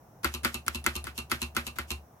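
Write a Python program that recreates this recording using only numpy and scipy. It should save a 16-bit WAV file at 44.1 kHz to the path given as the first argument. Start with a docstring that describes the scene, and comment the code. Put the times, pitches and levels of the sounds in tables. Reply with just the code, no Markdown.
"""The spacebar of a mechanical keyboard, tapped eight times by a finger moving along it, close to a phone.
Each stroke starts with a faint tick and slide. The bar then hits bottom with a hard plastic clack,
and springs back up with a lighter double click and a ping from the spring.
Every blow thumps the desk, and a small, quiet room answers with a short echo."""
import sys
import numpy as np
from scipy import signal
from scipy.fft import rfft, irfft
from scipy.io import wavfile
from scipy.ndimage import uniform_filter1d

SR = 44100
rng = np.random.default_rng(int(sys.argv[2]) if len(sys.argv) > 2 else 0)


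def put_to_file(sound):
    """Save the sound as 16-bit audio at rate SR, in the file named by the first command-line argument."""
    columns = np.atleast_2d(sound).T  # one column per channel
    safe = np.clip(columns, -1, 1)
    whole_steps = np.round(safe * 32767)
    wavfile.write(sys.argv[1], SR, whole_steps.astype(np.int16))


N = 97020

# The strokes. Their levels turn each sound up or down from its usual strength.
# The finger meets the bar: start_s, tick_db, slide_db
TOUCHES = [(0.2318, -11, 12), (0.4328, -7, 12), (.4380, -10, 9.5), (0.664, -2, 10), (0.8414, -1, 8.5),
           (1.0417, 0.5, 7.5), (1.2978, -9, 8), (1.311, -2.5, 7.5), (1.549, -7, 7.5), (1.757, -17.5, 4.5)]
# The bar hits bottom: start_s, clack_db, crack_db, snap_db, body_db, boom_db, ring_length_ratio
PRESSES = [(0.2451, 0, 0, 4.5, 2.5, 1.5, 1), (0.4478, 1.5, 0.5, 4.5, 4, -7.5, 0.73),
           (0.6812, -0.5, 1.5, -6, -8, -5.5, .35), (0.864, 4, 4, -9, 2.5, 1, 0.79),
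           (1.0692, -9, -19, -12, -9.5, -7, 0.87), (1.3160, 1, -0.5, 2.5, 2.5, -6, 0.84),
           (1.5660, -2.5, -1.5, 2.5, 2, -3, 1.1), (1.7862, -6, -8.5, -5, -4, -3, 0.98)]
# The bar hits its top stop: start_s, click_db, gap_s, second_click_change_db, desk_db, boom_db, spring_db
RELEASES = [(0.3397, -5.5, .0078, -1, -3, -5, -9), (0.543, -2.5, .009, -7.5, 1.5, -6.5, -4),
            (.7470, -5, .0088, -2.5, 1, -1.5, -2.5), (.9540, -5, .0095, 0, -1.5, 1.5, -3),
            (1.1782, -4.5, .009, -1.5, 0, -5.5, -0.5), (1.4171, -1, .0105, -3, 0, -0.5, 2),
            (1.6669, -5, .0095, -4.5, -4, -9.5, -8), (1.9050, -2.5, .0105, -2.5, -1.5, -0.5, -1.5)]

# The tones of each struck part: pitch_hz, level_db, fade_s, left_over_right_db
BAR_DOWN_TONES = [(1114, -38.5, 0.058, 0), (1374, -25.5, 0.056, 7.5), (1487, -32, 0.082, 10),
                  (1914, -34.5, 0.078, 3), (2064, -27.5, 0.062, 10), (2600, -36.5, 0.14, -7.5),
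                  (3077, -41, 0.094, 13)]  # hollow bar hitting bottom
HOUSING_TONES = [(4034, -34.5, 0.026, 2), (4597, -24, 0.0088, 7.5), (6330, -38.5, 0.013, 10)]  # switch housing
PLATE_TONES = [(336.4, -29, 0.08, -7), (559.5, -41, .15, -2)]  # plate that holds the switch
KNOCK_TONES = [(127.4, -42, 0.21, -1), (220.9, -43, 0.13, 6), (235.5, -32.5, 0.15, 2.5),
               (356.7, -38, 0.14, -6.5)]  # case and desk
BOOM_TONES = [(72, -29, 0.34, 1)]  # the desk's deepest tone
BAR_UP_TONES = [(1040, -47, 0.15, 10), (1191.4, -38, 0.18, -1.5), (3076, -38, 0.054, 13.5),
                (3984, -33.5, 0.04, 8), (7430, -44, 0.027, 8), (11740, -28.5, 0.0084, -15)]  # bar hitting its top stop
SPRING_TONES = [(2702, -29.5, 0.12, -13), (2730, -34.5, 0.11, 7), (3630, -44, 0.077, -7),
                (4180, -32.5, 0.071, -14)]  # freed spring

# How each noise is balanced from bass to treble: pitch_hz, relative_level_db
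HUSH_COLOUR = [(18, -32), (30, -11.5), (130, 0), (230, -10), (473, -12.5), (750, -9.5), (1590, -25),
               (2540, -36), (4780, -43), (5590, -31), (7670, -40.5), (16000, -32.5)]  # quiet room
TICK_COLOUR = [(7500, -17.5), (10300, -1.5), (12500, -25), (17000, -30)]  # finger meeting the bar
SLIDE_COLOUR = [(200, 6.5), (700, -9.5), (1400, -1.5), (5000, -10), (15000, -18)]  # stem (the post under the bar) sliding down
CRACK_COLOUR = [(750, -19.5), (1380, 9), (2100, 0.5), (2800, 1.5), (4000, -8), (5800, -4.5), (11800, 1),
                (13800, -10.5), (15500, -13), (17000, -31)]  # plastic hitting bottom
PRESS_ECHO_COLOUR = [(150, -22.5), (300, -10.5), (470, -15.5), (950, -9.5), (1340, -1.5), (1700, -5),
                     (2150, -5.5), (4600, -15), (6000, -21), (12000, -20), (14000, -27), (17000, -46)]  # room after a press
CLICK_COLOUR = [(700, -30), (2000, -1), (2800, 12), (4000, 1.5), (5500, 6), (12300, 3), (17000, -21.5)]  # stem rubbing upward, bar hitting its top stop
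RELEASE_ECHO_COLOUR = [(150, -3), (700, -8), (1200, -0.5), (1900, -11), (2750, 5), (3350, -8), (4050, -2.5),
                       (5000, -11.5), (11700, -11.5), (14000, -22), (17000, -56)]  # room after a release

AGE = np.arange(SR * 3 // 5) / SR  # seconds since a sound began
CLICK_RISE_S, THUMP_RISE_S = 0.0002, 0.0052


def amp(db):
    """Turn decibels into a number to multiply by."""
    return 10 ** (np.asarray(db) / 20)


def pan(left_over_right_db):
    """Left and right gains that place a sound to one side."""
    return amp(np.array([[left_over_right_db], [-left_over_right_db]]) / 2)


def rise(rise_s):
    """A smooth start, about two thirds of the way up after rise_s."""
    return 1 - np.exp(-AGE / rise_s)


def fade(fade_s):
    """A dying away, 60 dB down after fade_s."""
    return np.exp(-np.log(1000) * AGE / fade_s)


def noise(shared=0.34):
    """Stereo noise; a share of its power is the same in both ears."""
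    hiss = rng.standard_normal((3, len(AGE)))
    return np.sqrt(shared) * hiss[0] + np.sqrt(1 - shared) * hiss[1:]


def colour(sound, curve, size=4096):
    """Shape bass and treble along a curve, keeping the power of plain noise the same."""
    hz, db = np.array(curve, float).T
    gain = amp(np.interp(np.log(np.fft.rfftfreq(size, 1 / SR) + 1), np.log(hz), db))
    gain /= np.sqrt(np.mean(gain ** 2))
    # Fold the filter forward in time, so nothing sounds before the blow.
    cepstrum = irfft(np.log(gain))
    cepstrum[1:size // 2] *= 2
    cepstrum[size // 2 + 1:] = 0
    response = irfft(np.exp(rfft(cepstrum)))
    return signal.fftconvolve(sound, response[None], axes=1)[:, :sound.shape[1]]


def ring(tones, detune=1, scatter_db=1.5, length=1):
    """A struck part rings with fading tones; their balance shifts a little with each blow."""
    shifts_db = scatter_db * rng.standard_normal(len(tones))
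    return sum(pan(side) * amp(db + shift) * fade(fade_s * length) * np.sin(2 * np.pi * hz * detune * AGE)
               for (hz, db, fade_s, side), shift in zip(tones, shifts_db))


def add(out, start_s, sound, right_late_s=0.00017):
    """Mix a sound in; it reaches the right ear right_late_s after the left."""
    for ear, late_s in enumerate((0, right_late_s)):
        first = round(start_s * SR) + round(late_s * SR)
        part = sound[ear, :N - first]
        out[ear, first:first + len(part)] += part


def room_hush():
    """Faint steady room noise, its bass alike in both ears."""
    middle, side = colour(rng.standard_normal((2, N)), HUSH_COLOUR)
    side = signal.sosfilt(signal.butter(1, 1080, "high", fs=SR, output="sos"), side)
    return amp(-56.5) * np.array([middle + side, middle - side])


def finger_touches(out):
    """The finger meets the bar with a thin tick, then the stem slides down."""
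    for start_s, tick_db, slide_db in TOUCHES:
        tick = colour(noise() * rise(CLICK_RISE_S) * fade(0.009), TICK_COLOUR)
        slide = colour(noise() * rise(0.003) * fade(0.19), SLIDE_COLOUR)
        add(out, start_s, amp(tick_db - 27.5) * tick + amp(slide_db - 47) * slide)


def bar_presses(out, walls, grit=0.26, far_end_late_s=0.003):
    """Plastic cracks against the bottom: the housing snaps, the plate thuds and the hollow bar clacks."""
    for start_s, clack_db, crack_db, snap_db, body_db, boom_db, length in PRESSES:
        contact = (AGE == 0) + grit * noise() * fade(0.0075)  # one sharp pulse, roughened
        far_end = amp(-21) * noise() * fade(0.013)  # the bar's other end lands a moment later
        for hit_s, push in ((start_s, contact), (start_s + far_end_late_s, far_end)):
            add(out, hit_s, amp(crack_db - 6) * colour(push, CRACK_COLOUR))
        snap = amp(snap_db) * plastic_ring(HOUSING_TONES) * rise(CLICK_RISE_S)
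        thud = amp(body_db) * ring(PLATE_TONES) * rise(THUMP_RISE_S) ** 2
        echo = amp(body_db - 28.5) * room_echo(walls, PRESS_ECHO_COLOUR)
        add(out, start_s, snap + thud + echo + desk_thump(body_db, boom_db))
        # The clack rings shorter on some presses, and one is cut off quickly.
        clack = amp(clack_db) * plastic_ring(BAR_DOWN_TONES, length)
        # The whole length of the bar rings, so the lag between the ears is smaller.
        add(out, start_s, clack, right_late_s=0.0001)


def plastic_ring(tones, length=1, low_cut_hz=1008):
    """A plastic part rings; being small, it gives off little low sound."""
    low_cut = signal.butter(4, low_cut_hz, "high", fs=SR, output="sos")
    return signal.sosfilt(low_cut, ring(tones, length=length))


def desk_thump(knock_db, boom_db):
    """Case and desk take up the blow: a woody knock and a slower low boom."""
    knock = ring(KNOCK_TONES) * rise(THUMP_RISE_S) ** 2
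    boom = ring(BOOM_TONES, scatter_db=1.0) * rise(0.0088) ** 2
    return amp(knock_db) * knock + amp(boom_db) * boom


def reflections(scatter_db=1.5):
    """A dense train of echoes, uneven in strength at first and smoother later."""
    patches = uniform_filter1d(rng.standard_normal(len(AGE)), size=32)
    uneven_db = scatter_db * patches / patches.std() * fade(0.34)
    echoes = noise(shared=0.33) * amp(uneven_db)
    return echoes / echoes.std()


def room_echo(walls, curve, walls_share=0.54):
    """A quick flurry of echoes off desk and screen, then the room's short tail."""
    echoes = np.sqrt(walls_share) * walls + np.sqrt(1 - walls_share) * reflections()
    flurry, tail = amp(1.5) * fade(0.029), fade(0.17)
    return pan(-1.5) * colour(echoes * rise(0.0032) * (flurry + tail), curve)


def bar_releases(out, walls, lift_s=0.038):
    """The stem rubs upward, the two ends of the bar hit the top stop in turn, and the spring pings."""
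    for start_s, click_db, gap_s, second_change_db, desk_db, boom_db, spring_db in RELEASES:
        speed = AGE / lift_s * (AGE < lift_s)  # the stem rises faster and faster
        add(out, start_s - lift_s, amp(-50) * colour(noise() * speed, CLICK_COLOUR))
        for hit_s, level_db in ((start_s, click_db), (start_s + gap_s, click_db + second_change_db)):
            click = amp(-21.5) * colour(noise() * fade(0.015), CLICK_COLOUR)
            hit = rise(CLICK_RISE_S) * (click + plastic_ring(BAR_UP_TONES))
            echo = amp(-32.5) * room_echo(walls, RELEASE_ECHO_COLOUR)
            add(out, hit_s, amp(level_db) * (hit + echo))
        detune = 1 + 0.006 * rng.standard_normal()  # the spring seats a little differently each time
        ping = amp(spring_db) * ring(SPRING_TONES, detune) * rise(0.014)
        add(out, start_s, ping, right_late_s=0)
        add(out, start_s, desk_thump(desk_db, boom_db))


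def scene():
    """All eight strokes over the quiet room."""
    out = room_hush()
    walls = reflections()  # the part of the echo that every stroke shares
    finger_touches(out)
    bar_presses(out, walls)
    bar_releases(out, walls)
    return out


def record(dry, low_cut_hz=42.5, high_cut_hz=16400):
    """The phone cuts the deepest bass and the highest treble."""
    thinned = signal.sosfilt(signal.butter(3, low_cut_hz, "high", fs=SR, output="sos"), dry)
    return signal.sosfilt(signal.ellip(8, .2, 80, high_cut_hz, fs=SR, output="sos"), thinned)


dry = scene()
out = record(dry)
put_to_file(out)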